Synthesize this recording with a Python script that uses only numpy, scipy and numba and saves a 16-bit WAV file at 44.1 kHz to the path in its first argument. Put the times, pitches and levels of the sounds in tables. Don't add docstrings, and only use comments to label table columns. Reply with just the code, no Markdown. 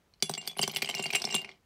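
import sys
import numpy as np
from scipy import signal
from scipy.fft import rfft, irfft
from scipy.io import wavfile
from numba import njit

SR = 44100
rng = np.random.default_rng(int(sys.argv[2]) if len(sys.argv) > 2 else 0)


def to_wav(sig):
    pcm = np.clip(np.atleast_2d(sig), -1, 1) * 32767
    pcm = np.round(pcm).astype(np.int16)
    wavfile.write(sys.argv[1], SR, pcm.T)


def natural_amplitude(level_db):
    exponent = np.asarray(level_db, float) / 20
    return 10 ** exponent


N = 72765


@njit
def ring(s, hz, t60, size, rise, n, sr):
    out = np.zeros(n)
    for k in range(len(s)):
        turn = np.exp(2j * np.pi * hz[k] / sr - np.log(1000.) / (t60[k] * sr))
        wave = size[k] + 0j
        swell = 0.
        start = int(s[k] * sr)
        for j in range(start, min(n, start + int(1.3 * t60[k] * sr))):
            swell += (1 - swell) / (1 + rise[k] * sr)
            wave *= turn
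            out[j] += swell * wave.imag
    return out


def tones(s, hz, t60, db, rise):
    columns = np.broadcast_arrays(s, hz, t60, natural_amplitude(db), rise)
    columns = [np.ascontiguousarray(c, float).ravel() for c in columns]
    return ring(*columns, N, 1. * SR)


def after(s, db, t60):
    kicks = np.bincount((s * SR).astype(int), natural_amplitude(db), N)[:N]
    return signal.lfilter([1], [1, -1000 ** (-1 / (t60 * SR))], kicks)


def falling_caps():
    # start in seconds, level in dB, strongest cap tone in Hz.
    cap_contacts = [(0.1375, -49.5, 4200), (0.202, -52.5, 4760), (0.2244, -9.5, 4700), (0.2334, -50, 4600),
                    (0.2951, -19, 8810), (0.3123, -29, 8200), (0.3377, -21, 4560), (0.3502, -26, 4600),
                    (0.3768, -30, 2300), (0.4138, -34, 4370), (0.438, -44, 4830), (0.4564, -40.5, 4860),
                    (0.4753, -17.5, 4640), (0.4981, -34.5, 3320), (0.5134, -36.5, 3470), (0.5664, -37, 2540),
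                    (0.5725, -37, 3420), (0.5848, -28.5, 4180), (0.592, -17.5, 2930), (0.614, -20.5, 9620),
                    (0.6254, -20, 4750), (0.6307, -14, 4620), (0.638, -16.5, 2830), (0.6769, -22, 5890),
                    (0.6963, -26.5, 3150), (0.7129, -31.5, 4320),
                    (0.7372, -32.5, 3300), (0.7472, -29.5, 2830), (0.7611, -21, 4720), (0.7615, -19, 2900),
                   (0.768, -18, 2930), (0.7858, -32, 3000), (0.8200, -16.5, 4380), (0.8235, -15.5, 2440),
                   (0.8458, -24.5, 3080), (0.8586, -26, 2780), (0.8748, -27, 2850), (0.8891, -22, 2840),
                   (0.8984, -20, 2800), (0.9107, -26.5, 2950), (0.939, -41, 2350), (0.9422, -23.5, 2380),
                   (0.9493, -22.5, 5300), (0.9697, -25, 2830), (0.9804, -28, 4680), (0.9949, -27.5, 2730),
                   (0.9982, -23.5, 2740), (1.006, -37, 2930), (1.0244, -29, 7270), (1.039, -24, 2840),
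                   (1.0572, -22.5, 2320), (1.0631, -23, 4710), (1.083, -38, 2100),
                    (1.1038, -21.5, 2400), (1.1080, -27.5, 2560), (1.1342, -19, 2706), (1.14, -24.5, 2260),
                 (1.1475, -20, 2925), (1.1502, -10, 2540), (1.1543, -20, 5420), (1.1619, -17.5, 2570),
                 (1.1983, -31, 3770), (1.2167, -34, 5140), (1.219, -21, 4930), (1.241, -21, 3590),
                 (1.2514, -20, 5270), (1.2742, -30, 2200), (1.292, -33.5, 2280), (1.3027, -26, 2714),
                 (1.3097, -26.5, 5200), (1.326, -27, 5620), (1.3431, -16, 3530), (1.3491, -20, 3040),
                 (1.3626, -21.5, 3690), (1.381, -28.5, 2690), (1.4160, -32, 4680), (1.4462, -26, 2480),
                 (1.4914, -31.5, 2200), (1.5151, -39, 3270)]
    return np.array(cap_contacts).T


def touches():
    # start in seconds, level in dB, strongest cap tone in Hz.
    light_touches = [(.469, -47, 9100), (0.482, -41, 4640), (.554, -50, 2300), (0.604, -42, 8540),
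                     (0.7015, -35, 3040), (1.1113, -36, 2430), (1.12, -37, 2500), (1.127, -32, 4600),
                     (1.130, -25, 5700), (1.166, -35, 2670), (1.187, -48, 6320), (1.2245, -34.5, 4320),
                     (1.285, -41, 5010), (1.4459, -39, 5230), (1.482, -57, 2300), (1.512, -54, 4460)]
    return caps(*np.array(light_touches).T)


def caps(s, db, hz):
    own_tone = tones(s, hz, 0.01, db + 3, 0.0008)
    click = tones(s, np.sqrt(hz * 2300), 0.0022, db - 3, .0001)
    chance = rng.random((len(s), 2))
    again = (s[:, None] + 0.0057 * (0.2016 + chance)).ravel()
    again_db = (db[:, None] - 4.5 * (1 + chance)).ravel()
    rebounds = clack(again, again_db, np.repeat(hz, 2))
    crack_db = (db + 24.5) * 1.25 - 36
    return own_tone + clack(s, db + 3, hz) + click + rebounds + crack(s, crack_db)


def clack(s, db, own_hz):
    # tone in Hz, level in dB, fade time (t60) in seconds.
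    cap_modes = [(2280, -5.5, 0.015), (3010, -6, 0.013), (3993, -5, 0.011), (4748, -10, 0.019),
                 (5583, -7.5, 0.014), (6166, -5.5, 0.0098), (7860, -11.5, 0.023), (8880, -5.5, 0.012),
                 (12300, -32, .01), (14300, -36, .01)]
    hz, mode_db, t60 = np.array(cap_modes).T
    chance = rng.standard_normal((len(s), 2, len(hz)))
    octaves_away = np.abs(np.log2(hz / own_hz[:, None]))
    tuned_hz = hz * (1 + 0.0546 * chance[:, 0])
    tone_db = db[:, None] + mode_db - 8 * octaves_away + 4 * chance[:, 1]
    return tones(s[:, None], tuned_hz, t60, tone_db, 0.0014)


def crack(s, db):
    grain = np.repeat(rng.exponential(size=N // 64 + 1), 64)[:N]
    burst = after(s, db, 0.0025)
    fizz = (1 + grain) * after(s, db - 19, 0.092) / 2
    noise = rng.standard_normal(N) * (burst + fizz)
    return signal.lfilter(*signal.butter(2, 9500, fs=SR), noise)


def first_hard_hit():
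    return tones(.2245, 6200, 0.01, -14, .0006)


def snaps():
    # start in seconds, level in dB, centre in Hz.
    edge_snaps = [(0.2234, -28, 15000), (0.296, -33, 14100), (0.3114, -39, 11700), (0.3374, -58, 14900),
                  (0.3504, -56, 12300), (0.3765, -47, 14600), (0.4564, -66, 13700), (0.4684, -38, 13500),
                  (0.4739, -26, 13500), (0.4974, -60, 12600), (0.5736, -42, 12000), (0.5844, -39, 14200),
                  (0.5926, -38, 14000), (0.6155, -47, 13200), (0.6235, -30, 14200), (0.6304, -39, 13900),
                  (0.6374, -45, 12100), (0.676, -32, 13900), (0.7146, -37, 12300), (0.7472, -39, 13700),
                  (0.7597, -34, 11330), (0.769, -30.5, 11950), (0.822, -35, 13600), (0.823, -31, 13700),
                  (0.8545, -46, 12400), (0.89, -39, 13300), (0.8989, -36, 11800), (0.9414, -50, 11800),
                  (0.9497, -36.5, 13600), (0.9916, -43, 13200), (1.025, -41, 11500), (1.0404, -49.5, 13900),
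                  (1.065, -48, 14000), (1.1074, -40, 14900), (1.1333, -33, 11300), (1.1474, -43, 12500),
                  (1.1518, -30, 13400), (1.152, -37.5, 13000), (1.1714, -44.5, 12200), (1.2191, -41, 14300),
                  (1.242, -41.5, 13700), (1.2514, -50.5, 14100), (1.284, -49, 14100), (1.3259, -48, 13100),
                  (1.344, -32, 14300), (1.3505, -31, 14300), (1.3624, -49, 14500), (1.4152, -45, 13100),
                  (1.4456, -65, 13500)]
    s, db, hz = np.array(edge_snaps).T[:, :, None]
    fade_s, tail_s = 0.011, .06
    chance = rng.standard_normal((len(s), 4, 10))
    wait = np.abs(chance[:, 3])
    near_hz = np.clip(hz * (1 + 0.061 * chance[:, 0]), 10000, 16000)
    clump = tones(s + .0012 * wait, near_hz, fade_s, db - 7.5 + 3 * chance[:, 1], 0.0009)
    late = wait * tail_s / 4
    far_hz = np.clip(13000 + 1800 * chance[:, 2], 10000, 16000)
    grains = tones(s + late, far_hz, fade_s, db - 1.5 - 60 * late / tail_s, 0.00056)
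    return clump + grains


def rattle():
    # time in seconds, level in dB.
    heap_motion = [
        (.2, -71),
        (.24, -51.5),
        (.5, -41.5),
        (.555, -60.5),
        (.58, -45.5),
        (.8, -39.5),
        (1.15, -41),
        (1.35, -38),
        (1.5, -46.5),
        (1.56, -62),
    ]
    s = np.sort(rng.uniform(.2, 1.58, size=520))
    spread_db = 3 * np.minimum(rng.exponential(size=len(s)), 2.5)
    db = np.interp(s, *np.array(heap_motion).T) + spread_db
    hz = 2300 * 2 ** (0.34 * rng.random(len(s)))
    return clack(s, db, hz) + crack(s, db - 24) + table(s[::4], db[::4] - 6)


def settle(x):
    still = np.clip((np.arange(N) / SR - 1.4) * 20, 0, 1)
    dull = signal.lfilter(*signal.butter(2, 5500, fs=SR), x)
    return x + still * (dull - x)


def glass_wall():
    # start in seconds, then low, middle and high ring levels in dB.
    wall_blows = [(0.257, -45, -42, -56), (0.378, -33, -29, -48), (0.6159, -25.5, -24, -31),
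                  (0.6313, -25, -50, -55), (0.747, -37.5, -39, -43), (0.890, -32, -32, -39),
                  (0.956, -31.5, -45, -55.5), (0.986, -38, -34.5, -60), (1.025, -33, -34, -40.5),
                  (1.0398, -25.5, -37, -37), (1.1548, -25, -21.5, -28), (1.186, -58, -46, -46),
                  (1.2697, -41.5, -42, -50), (1.3026, -32, -52.5, -63.5), (1.3114, -47.5, -38, -64.5),
                  (1.3238, -29, -34.5, -68), (1.3499, -24, -22, -24), (1.3806, -34.5, -47.5, -57),
                  (1.4469, -49, -72, -53.5)]
    s, low, mid, high = np.array(wall_blows).T
    low_t60 = 0.16
    leaning = (s > .6) & (s < .93)
    out = tones(s, 2801, low_t60 * np.where(leaning, 0.21, 1), low, 0.0009)
    out = out + tones(s[leaning], 3090, low_t60, low[leaning] - 2.5, 0.0026)
    out = out + bell(s, 7578, 0.029, mid)
    out = out + bell(s, 8455, 0.025, (mid + high) / 2 - 2)
    return out + bell(s, 9604, 0.029, high)


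def glass_base():
    # start in seconds, low ring level in dB, high ring level in dB.
    base_blows = [(0.225, -28.5, -36.5), (0.3383, -40, -70), (0.414, -50, -64), (0.475, -35.5, -58),
                  (0.496, -34, -62), (0.5715, -63, -37), (0.5914, -44, -40), (0.6754, -41, -39.5),
                  (0.768, -33, -34), (0.9503, -49, -43), (1.1512, -54, -29.5), (1.198, -47, -43),
                  (1.343, -46, -51)]
    s, low, high = np.array(base_blows).T
    damp = np.exp(-2.2 * (s - s[0]))
    low_ring = bell(s, 3413, 0.032, low)
    linger = tones(s, 3413, .3 * damp, low - 7, .002)
    high_t60 = 0.099 * damp
    high_ring = bell(s, 10650, high_t60, high) + bell(s, 10710, high_t60, high - 11)
    return low_ring + linger + high_ring


def bell(s, hz, t60, db):
    return tones(s, hz, t60, db, 0.00049) + tones(s, hz, t60 * 3.8, db - 15, 0.0005)


def landings():
    # start in seconds, level in dB.
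    heavy_landings = [(0.224, -30), (0.295, -25.5), (0.376, -37), (0.567, -36), (0.592, -23.5), (0.63, -25),
                      (0.677, -26), (0.761, -68), (0.824, -30), (0.891, -30), (0.948, -33), (0.993, -26),
                      (1.057, -34.5), (1.133, -28), (1.216, -35), (1.242, -29), (1.273, -34.5),
                      (1.344, -23), (1.447, -43.5)]
    return table(*np.array(heavy_landings).T)


def table(s, db):
    # tone in Hz, level in dB, fade time (t60) in seconds.
    table_modes = [(160.2, -12.5, 0.14), (208.2, -5, 0.057), (397, -2, 0.035), (519.5, -17, 0.06),
                   (728.4, 1.5, 0.022), (1088, -1, 0.0095), (1486, -10.5, 0.023)]
    hz, mode_db, t60 = np.array(table_modes).T
    chance = rng.standard_normal((len(s), 2, len(hz))) * [[.012], [2]]
    lag = 0.0023 * np.minimum(400 / hz, 1.3) ** 2
    tone_db = db[:, None] + mode_db + chance[:, 1]
    thud = tones(s[:, None] + lag, hz * (1 + chance[:, 0]), t60, tone_db, lag)
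    return signal.lfilter(*signal.butter(2, 110, "high", fs=SR), thud)


def room(x):
    tail_db, t60 = -16, 0.16
    t = np.arange(SR // 2) / SR
    tail = rng.standard_normal(len(t)) * 1000 ** (-t / t60) * np.minimum(t / 0.004, 1)
    tail = signal.lfilter(*signal.butter(1, 11000, fs=SR), tail)
    return signal.fftconvolve(x, tail * natural_amplitude(tail_db) / np.linalg.norm(tail))[:N]


def air():
    # frequency in Hz, level in dB per Hz.
    air_curve = [(24, -30.5), (40, 5.5), (600, -9.5), (2050, -16.5), (12500, -29.5), (16000, -28.5)]
    f = np.arange(N // 2 + 1) * SR / N + 1
    hz, db = np.array(air_curve).T
    shape = natural_amplitude(np.interp(np.log(f), np.log(hz), db))
    x = irfft(rfft(rng.standard_normal(N)) * shape, N)
    return x * natural_amplitude(-69) / x.std()


def scene():
    s, db, hz = falling_caps()
    plastic = settle(rattle() + caps(s, db, hz) + touches()) + first_hard_hit() + snaps()
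    glass = glass_wall() + glass_base()
    wood = landings() + table(s, db - 18)
    near = plastic + glass + wood
    return (near + room(near) + air())[None]


def top_cut(x):
    return signal.sosfilt(signal.butter(12, 16820, fs=SR, output="sos"), x)


def record(dry):
    low = signal.butter(2, 50, "high", fs=SR, output="sos")
    top = signal.cheby1(8, 1, 15600, fs=SR, output="sos")
    return top_cut(signal.sosfilt(np.vstack([low, top]), dry))


dry = scene()
out = record(dry)
to_wav(out)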